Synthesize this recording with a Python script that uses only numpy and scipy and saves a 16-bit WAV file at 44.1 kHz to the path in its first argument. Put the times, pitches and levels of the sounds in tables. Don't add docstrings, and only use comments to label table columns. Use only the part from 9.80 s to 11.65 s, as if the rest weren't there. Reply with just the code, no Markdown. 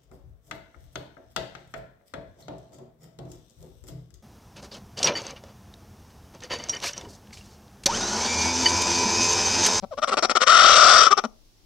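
import sys
import numpy as np
from scipy import signal
from scipy.fft import rfft, irfft, next_fast_len
from scipy.io import wavfile
from scipy.ndimage import uniform_filter1d, minimum_filter1d

SR = 44100
rng = np.random.default_rng(int(sys.argv[2]) if len(sys.argv) > 2 else 0)


def materialize(psi):
    bounded = np.clip(np.atleast_2d(psi).T, -1, 1)
    quanta = np.round(bounded * 32767).astype(np.int16)
    wavfile.write(sys.argv[1], SR, quanta)


def ratio_of_db(decibels):
    return 10 ** (np.asarray(decibels, float) / 20)


N = 81585

# start_s, length_s, level_db, first_pitch_hz, last_pitch_hz
CLUCKS = [(0.107, 0.034, -33, 748, 511.4), (0.168, .026, -27.5, 597, 615.1),
          (0.216, 0.03, -19.5, 563.3, 703.2), (0.27, 0.028, -18.5, 574.5, 538),
          (0.301, 0.02, -28.5, 642.5, 484.2), (0.315, .028, -19, 483.2, 337.2),
          (0.4, .013, -41, 598, 620.3), (0.548, .027, -15, 420, 402.3), (0.6, .039, -14, 459.2, 597),
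          (1.301, 0.029, -14, 401.2, 430.9)]
# start_s, length_s, level_db, first_pitch_hz, last_pitch_hz
CROAKS = [(0.02, .026, -31.5, 158.2, 220.1), (0.217, .002, -31, 702, 695), (0.273, 0.0019, -30, 701, 707),
          (0.358, .003, -36, 601, 597.7), (0.369, 0.025, -17.5, 322.5, 299.6),
          (0.422, .035, -15.5, 333, 376.7), (0.486, .011, -31, 258, 256.7),
          (0.494, 0.026, -17.5, 278.9, 309.9), (1.367, 0.0059, -30, 294.2, 306.6),
          (1.373, 0.022, -16.5, 427.2, 408.3), (1.436, 0.019, -23.5, 234.9, 217.9)]
# peak_s, level_db, pitch_hz, time_to_minus_20_db_s
YELPS = [(.245, -11, 1319, 0.002), (0.329, -15.5, 1320, 0.0055), (.573, -11.5, 1229, 0.0071),
         (0.629, -19, 1263, .005), (1.262, -17.5, 1306, 0.0044), (1.276, -14, 1290, 0.0058),
         (1.333, -8, 1206, 0.0094), (.036, -38, 196.3, 0.012), (1.457, -28.5, 228.5, 0.018)]
# time_s, level_db, pitch_hz, flutter_rate_hz
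SQUAWK = [(0.66, -36, 586.6, 42), (0.666, -17, 593.4, 42), (0.678, -10.5, 603, 42), (0.736, -12, 702.6, 42),
          (0.874, -9.5, 674.6, 42.2), (0.954, -10, 572, 41), (1.098, -8, 654.6, 40.8),
          (1.216, -10, 565.7, 42), (1.28, -16.5, 538.7, 32.3), (1.296, -29.5, 521.3, 38.5)]
# time_s, sweep_share
SWEEP = [(.66, .1), (.72, .16), (.78, .36), (1.2, .4), (1.3, .3)]
# time_s, opening_0_to_1
BEAK = [(0, 0.28), (.13, 0.27), (.19, 0.56), (.25, 0.77), (.45, 0.7), (.75, 0.95), (1.25, 0.98),
        (1.39, 0.7), (1.45, 0.64)]
# time_s, roughness_0_to_1
ROUGHNESS = [(0, .75), (.1, .14), (.15, .2), (.19, .45), (.3, .45), (.4, .55), (.62, .5), (.7, .34),
             (1.28, .42), (1.31, .3), (1.46, .3)]
# freq_hz, gain_db
PULSE_TONE = [(1600, 0), (3000, -6), (9000, -8)]
# freq_hz, gain_db
BREATH_TONE = [(300, -12), (1000, -7), (2500, 3), (9000, 3)]
# freq_hz, gain_db
THROAT_SHUT = [(60, -44.5), (170, -6.5), (205, -7), (228, 1.5), (255, -1.5), (320, -13.5), (450, -1),
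               (620, 5), (900, 0), (1200, -14), (1700, -31.5), (3000, -40.5), (6000, -36)]
# freq_hz, gain_db
THROAT_OPEN = [(100, -42), (300, -23.5), (600, -14.5), (760, -15), (930, -27.5), (1150, -2), (1340, 2),
               (1480, -5), (1620, -21), (1850, -13.5), (2080, -16), (2350, -16.5), (2750, -19.5),
               (3000, -14), (3300, -14.5), (3700, -14.5), (4200, -18), (4650, -13), (5050, -19),
               (5350, -12.5), (5700, -9), (6100, -9.5), (9000, -17.5), (9700, -25), (11500, -41.5),
               (16000, -58.5)]
# freq_hz, gain_db
LEFT_PORT = [(100, 7.5), (1300, 3.5), (4700, 3), (5700, 3), (6200, -6.5), (6600, -20.5), (7000, -34),
             (7450, -5), (7900, -33.5), (9000, -34.5), (12000, -15.5)]
# freq_hz, gain_db
RIGHT_PORT = [(100, -1.5), (700, -1.5), (870, 0.5), (1300, -5), (1800, -6.5), (2000, -15.5), (2300, -9.5),
              (3300, -4.5), (4100, -1), (4450, -17), (4700, -8), (5150, -10.5), (5700, -21), (6300, -9),
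              (6600, -10), (7000, -11.5), (8600, -5.5), (9400, -24.5), (12000, -19)]
# freq_hz, t60_s
BOX_DECAY = [(200, .3), (1100, 0.32), (1500, 0.16), (3300, 0.12), (4700, 0.053), (5700, 0.3), (6600, 0.12),
             (9000, .1)]
# freq_hz, relative_db
BOX_LEVEL = [(200, -14), (800, -0.5), (1250, -11.5), (2000, -1.5), (5700, -2.5), (9000, -3)]
# freq_hz, relative_db
THUMP_TONE = [(15, -3.5), (40, 10), (90, 4), (200, -6.5), (400, -25.5), (1000, -31)]
# start_s, end_s
THUMP_SPAN_S = (.77, 1.24)
# time_s, level_db
FIZZ_LEVEL = [(0, -36), (.7, -34), (.76, -52), (1.29, -52), (1.32, -36), (1.38, -27), (1.46, -32)]
# low_hz, high_hz
FIZZ_BAND_HZ = (13200, 15600)
# time_s, level_db
RUMBLE_LEVEL = [(0, -59), (.15, -59.5), (.3, -66.5), (1.85, -79.5)]
# low_hz, high_hz
RUMBLE_BAND_HZ = (75, 125)
# freq_hz, relative_db_per_hz
AIR_TONE = [(12, -33.5), (20, -8.5), (32, -3.5), (49, -20), (185, -29), (352, -26.5), (404, -31),
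            (1720, -43.5), (5530, -35.5), (7730, -46), (15500, -48)]
# freq_hz, correlation
AIR_LIKENESS = [(60, 0.39), (240, 0.63), (950, 0.02), (3770, 0.06), (15000, 0.01)]
# freq_hz, left_over_right_db
AIR_BALANCE = [(60, 3.5), (240, 3), (950, -1.5), (3770, 0), (15000, 2)]

CLUCK_RISE_SHARE, CROAK_RISE_SHARE = 0.49, 0.08
CALL_RELEASE_S, CALL_DROOP_DB = 0.0035, 0.5
SCOOP = 0.3
FLUTTER_SCATTER, FLUTTER_DIP_DB = 0.097, 4.5
SLAP_GAIN_DB, SLAP_SCATTER_DB = 11.5, 4.9
JITTER, PULSE_SCATTER_DB = 0.22, 9
BREATH_DECAY_PER_CYCLE = 2.5
EFFORT_POWER, EFFORT_REF_DB = 0.58, -15
WALLS_T60_S, WALLS_OVER_DB = 0.012, 18.5
TAIL_RENEWAL_S = 0.1189
THUMP_GAIN_DB = 23.5
AIR_RMS_DB = -57
LIMIT_PEAK, LIMIT_S = 0.99, 0.001


def unit(x):
    return x / np.sqrt(np.mean(x ** 2) + 1e-20)


def along(points, hz):
    f, v = np.transpose(points)
    return np.interp(np.log(hz + 1), np.log(f + 1), v)


def curves(rows):
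    s, *cols = np.transpose(rows)
    return [np.interp(np.arange(N) / SR, s, c) for c in cols]


def coloured(x, points):
    m = 2 * next_fast_len(N // 2 + 4096)
    gains = ratio_of_db(along(points, np.fft.rfftfreq(m, 1 / SR)))
    cepstrum = irfft(np.log(gains), m)
    cepstrum[1:m // 2] *= 2
    cepstrum[m // 2 + 1:] = 0
    return irfft(rfft(x, m) * np.exp(rfft(cepstrum)), m)[..., :N]


def band(hz):
    sos = signal.butter(3, hz, "bandpass", fs=SR, output="sos")
    return unit(signal.sosfilt(sos, rng.standard_normal(N)))


def held(cycles):
    return rng.standard_normal(4000)[cycles.astype(int) % 4000]


def hen():
    gain, pitch_hz, slaps = controls()
    source = syrinx(gain, pitch_hz, slaps)
    (beak,) = np.clip(curves(BEAK), 0, 1)
    noise = rng.standard_normal(N)
    voice = yelps()
    for weight, throat in ((1 - beak, THROAT_SHUT), (beak, THROAT_OPEN)):
        level = coloured(noise, throat).std()
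        voice = voice + coloured(weight * source, throat) / level
    return voice, slaps


def controls():
    gain, pitch_hz, slaps = squawk()
    t = np.arange(N) / SR
    for calls, rise in ((CLUCKS, CLUCK_RISE_SHARE), (CROAKS, CROAK_RISE_SHARE)):
        for start_s, length_s, level_db, first_hz, last_hz in calls:
            u = (t - start_s) / length_s
            inside = np.clip(u, 0, 1)
            release = np.exp(-np.clip(u - 1, 0, 9) * length_s / CALL_RELEASE_S)
            shape = np.clip(u / rise, 0, 1) * release * (u < 2)
            gain = gain + shape * ratio_of_db(level_db + CALL_DROOP_DB * (1 - inside))
            glide_hz = (first_hz + (last_hz - first_hz) * inside) * (1 - SCOOP * u * (1 - u))
            pitch_hz = np.where((u > 0) & (u < 1.15), glide_hz, pitch_hz)
    return gain, pitch_hz, slaps


def squawk():
    t = np.arange(N) / SR
    (level_db, base_hz, rate_hz), (sweep,) = curves(SQUAWK), curves(SWEEP)
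    on = (t > SQUAWK[0][0]) & (t < SQUAWK[-1][0])
    beat = np.cumsum(rate_hz * on) / SR
    beat = np.cumsum(rate_hz * on * np.exp(FLUTTER_SCATTER * held(beat))) / SR
    saw = beat % 1
    gain = on * ratio_of_db(level_db - FLUTTER_DIP_DB * (1 - saw) ** 2)
    pitch_hz = base_hz * (1 + sweep * (saw - 0.5))
    restarts = np.diff(np.floor(beat), prepend=0)
    slaps = restarts * ratio_of_db(level_db + SLAP_SCATTER_DB * held(beat)) * sweep
    return gain, pitch_hz, slaps


def syrinx(gain, pitch_hz, slaps):
    (rough,) = np.clip(curves(ROUGHNESS), 0, 1)
    cycles = np.cumsum(pitch_hz) / SR
    cycles = np.cumsum(pitch_hz * np.exp(JITTER * rough * held(cycles))) / SR
    size = np.sqrt(SR / pitch_hz)
    pulses = pulse_train(cycles) * size * ratio_of_db(PULSE_SCATTER_DB * rough * held(cycles + 0.5))
    pulses = coloured(pulses, PULSE_TONE)
    breath = breath_bursts(cycles) * (gain / ratio_of_db(EFFORT_REF_DB)) ** EFFORT_POWER
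    tone = np.sqrt(rough) * breath - np.sqrt(1 - rough) * pulses
    return gain * tone - ratio_of_db(SLAP_GAIN_DB) * slaps * size


def pulse_train(cycles):
    at = np.interp(np.arange(1, int(cycles[-1])), cycles, np.arange(N))
    k = np.floor(at).astype(int)[:, None] + np.arange(-7, 9)
    d = k - at[:, None]
    kernel = np.sinc(d) * np.cos(np.pi * d / 16) ** 2
    return np.bincount(np.clip(k, 0, N - 1).ravel(), kernel.ravel(), N)


def breath_bursts(cycles):
    gate = np.exp(-BREATH_DECAY_PER_CYCLE * (cycles % 1))
    return coloured(unit(gate * rng.standard_normal(N)), BREATH_TONE)


def yelps():
    t, out = np.arange(N) / SR, np.zeros(N)
    for peak_s, level_db, hz, length_s in YELPS:
        envelope = ratio_of_db(level_db - 20 * ((t - peak_s) / length_s) ** 2)
        out += envelope * np.sin(2 * np.pi * hz * (t - peak_s))
    return out


def box(x):
    out, place = np.zeros((2, N)), np.arange(N) / SR / TAIL_RENEWAL_S
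    for k in range(int(N / SR / TAIL_RENEWAL_S) + 2):
        hz, t, z = signal.stft(rng.standard_normal((2, SR // 3)), SR, nperseg=128)
        late = ratio_of_db(-60 * t / along(BOX_DECAY, hz)[:, None])
        walls = ratio_of_db(WALLS_OVER_DB - 60 * t / WALLS_T60_S)
        z = z * (late + walls)
        z = z / np.sqrt((abs(z) ** 2).sum(2, keepdims=True))
        z = z * ratio_of_db(along(BOX_LEVEL, hz))[:, None]
        tail = signal.istft(z * 0.0078, SR, nperseg=128)[1]
        fade = np.sqrt(np.clip(1 - abs(place - k), 0, 1))
        out += signal.fftconvolve((x * fade)[None], tail, axes=1)[:, :N]
    return out


def thumps(slaps):
    t = np.arange(N) / SR
    inside = (t > THUMP_SPAN_S[0]) & (t < THUMP_SPAN_S[1])
    return ratio_of_db(THUMP_GAIN_DB) * coloured(slaps * inside, THUMP_TONE)


def fizz(voice):
    return ratio_of_db(curves(FIZZ_LEVEL)[0]) * band(FIZZ_BAND_HZ) * uniform_filter1d(abs(voice), size=200)


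def rumble():
    return ratio_of_db(curves(RUMBLE_LEVEL)[0]) * band(RUMBLE_BAND_HZ) * ratio_of_db([[3], [-3]])


def air():
    hz = np.fft.rfftfreq(N, 1 / SR)
    a, b = rfft(rng.standard_normal((2, N))) * ratio_of_db(along(AIR_TONE, hz))
    turn = np.arccos(np.clip(along(AIR_LIKENESS, hz), 0, 1)) / 2
    lean = ratio_of_db(along(AIR_BALANCE, hz) / 2)
    left = (np.cos(turn) * a + np.sin(turn) * b) * lean
    right = (np.cos(turn) * a - np.sin(turn) * b) / lean
    return ratio_of_db(AIR_RMS_DB) * unit(irfft([left, right], N))


def scene():
    voice, slaps = hen()
    near = voice + box(voice)
    top = fizz(voice)
    left = coloured(near[0], LEFT_PORT) + top + thumps(slaps)
    right = coloured(near[1], RIGHT_PORT) - top
    return np.array([left, right]) + air() + rumble()


def limiter(x):
    span = int(LIMIT_S * SR)
    need = np.minimum(1, LIMIT_PEAK / (abs(x).max(0) + 1e-9))
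    return x * uniform_filter1d(minimum_filter1d(need, 2 * span + 1), span)


def roll_off(x):
    return signal.sosfilt(signal.butter(12, 15750, fs=SR, output="sos"), x)


def record(dry):
    mix = limiter(dry)
    return roll_off(mix)


dry = scene()
out = record(dry)
materialize(out)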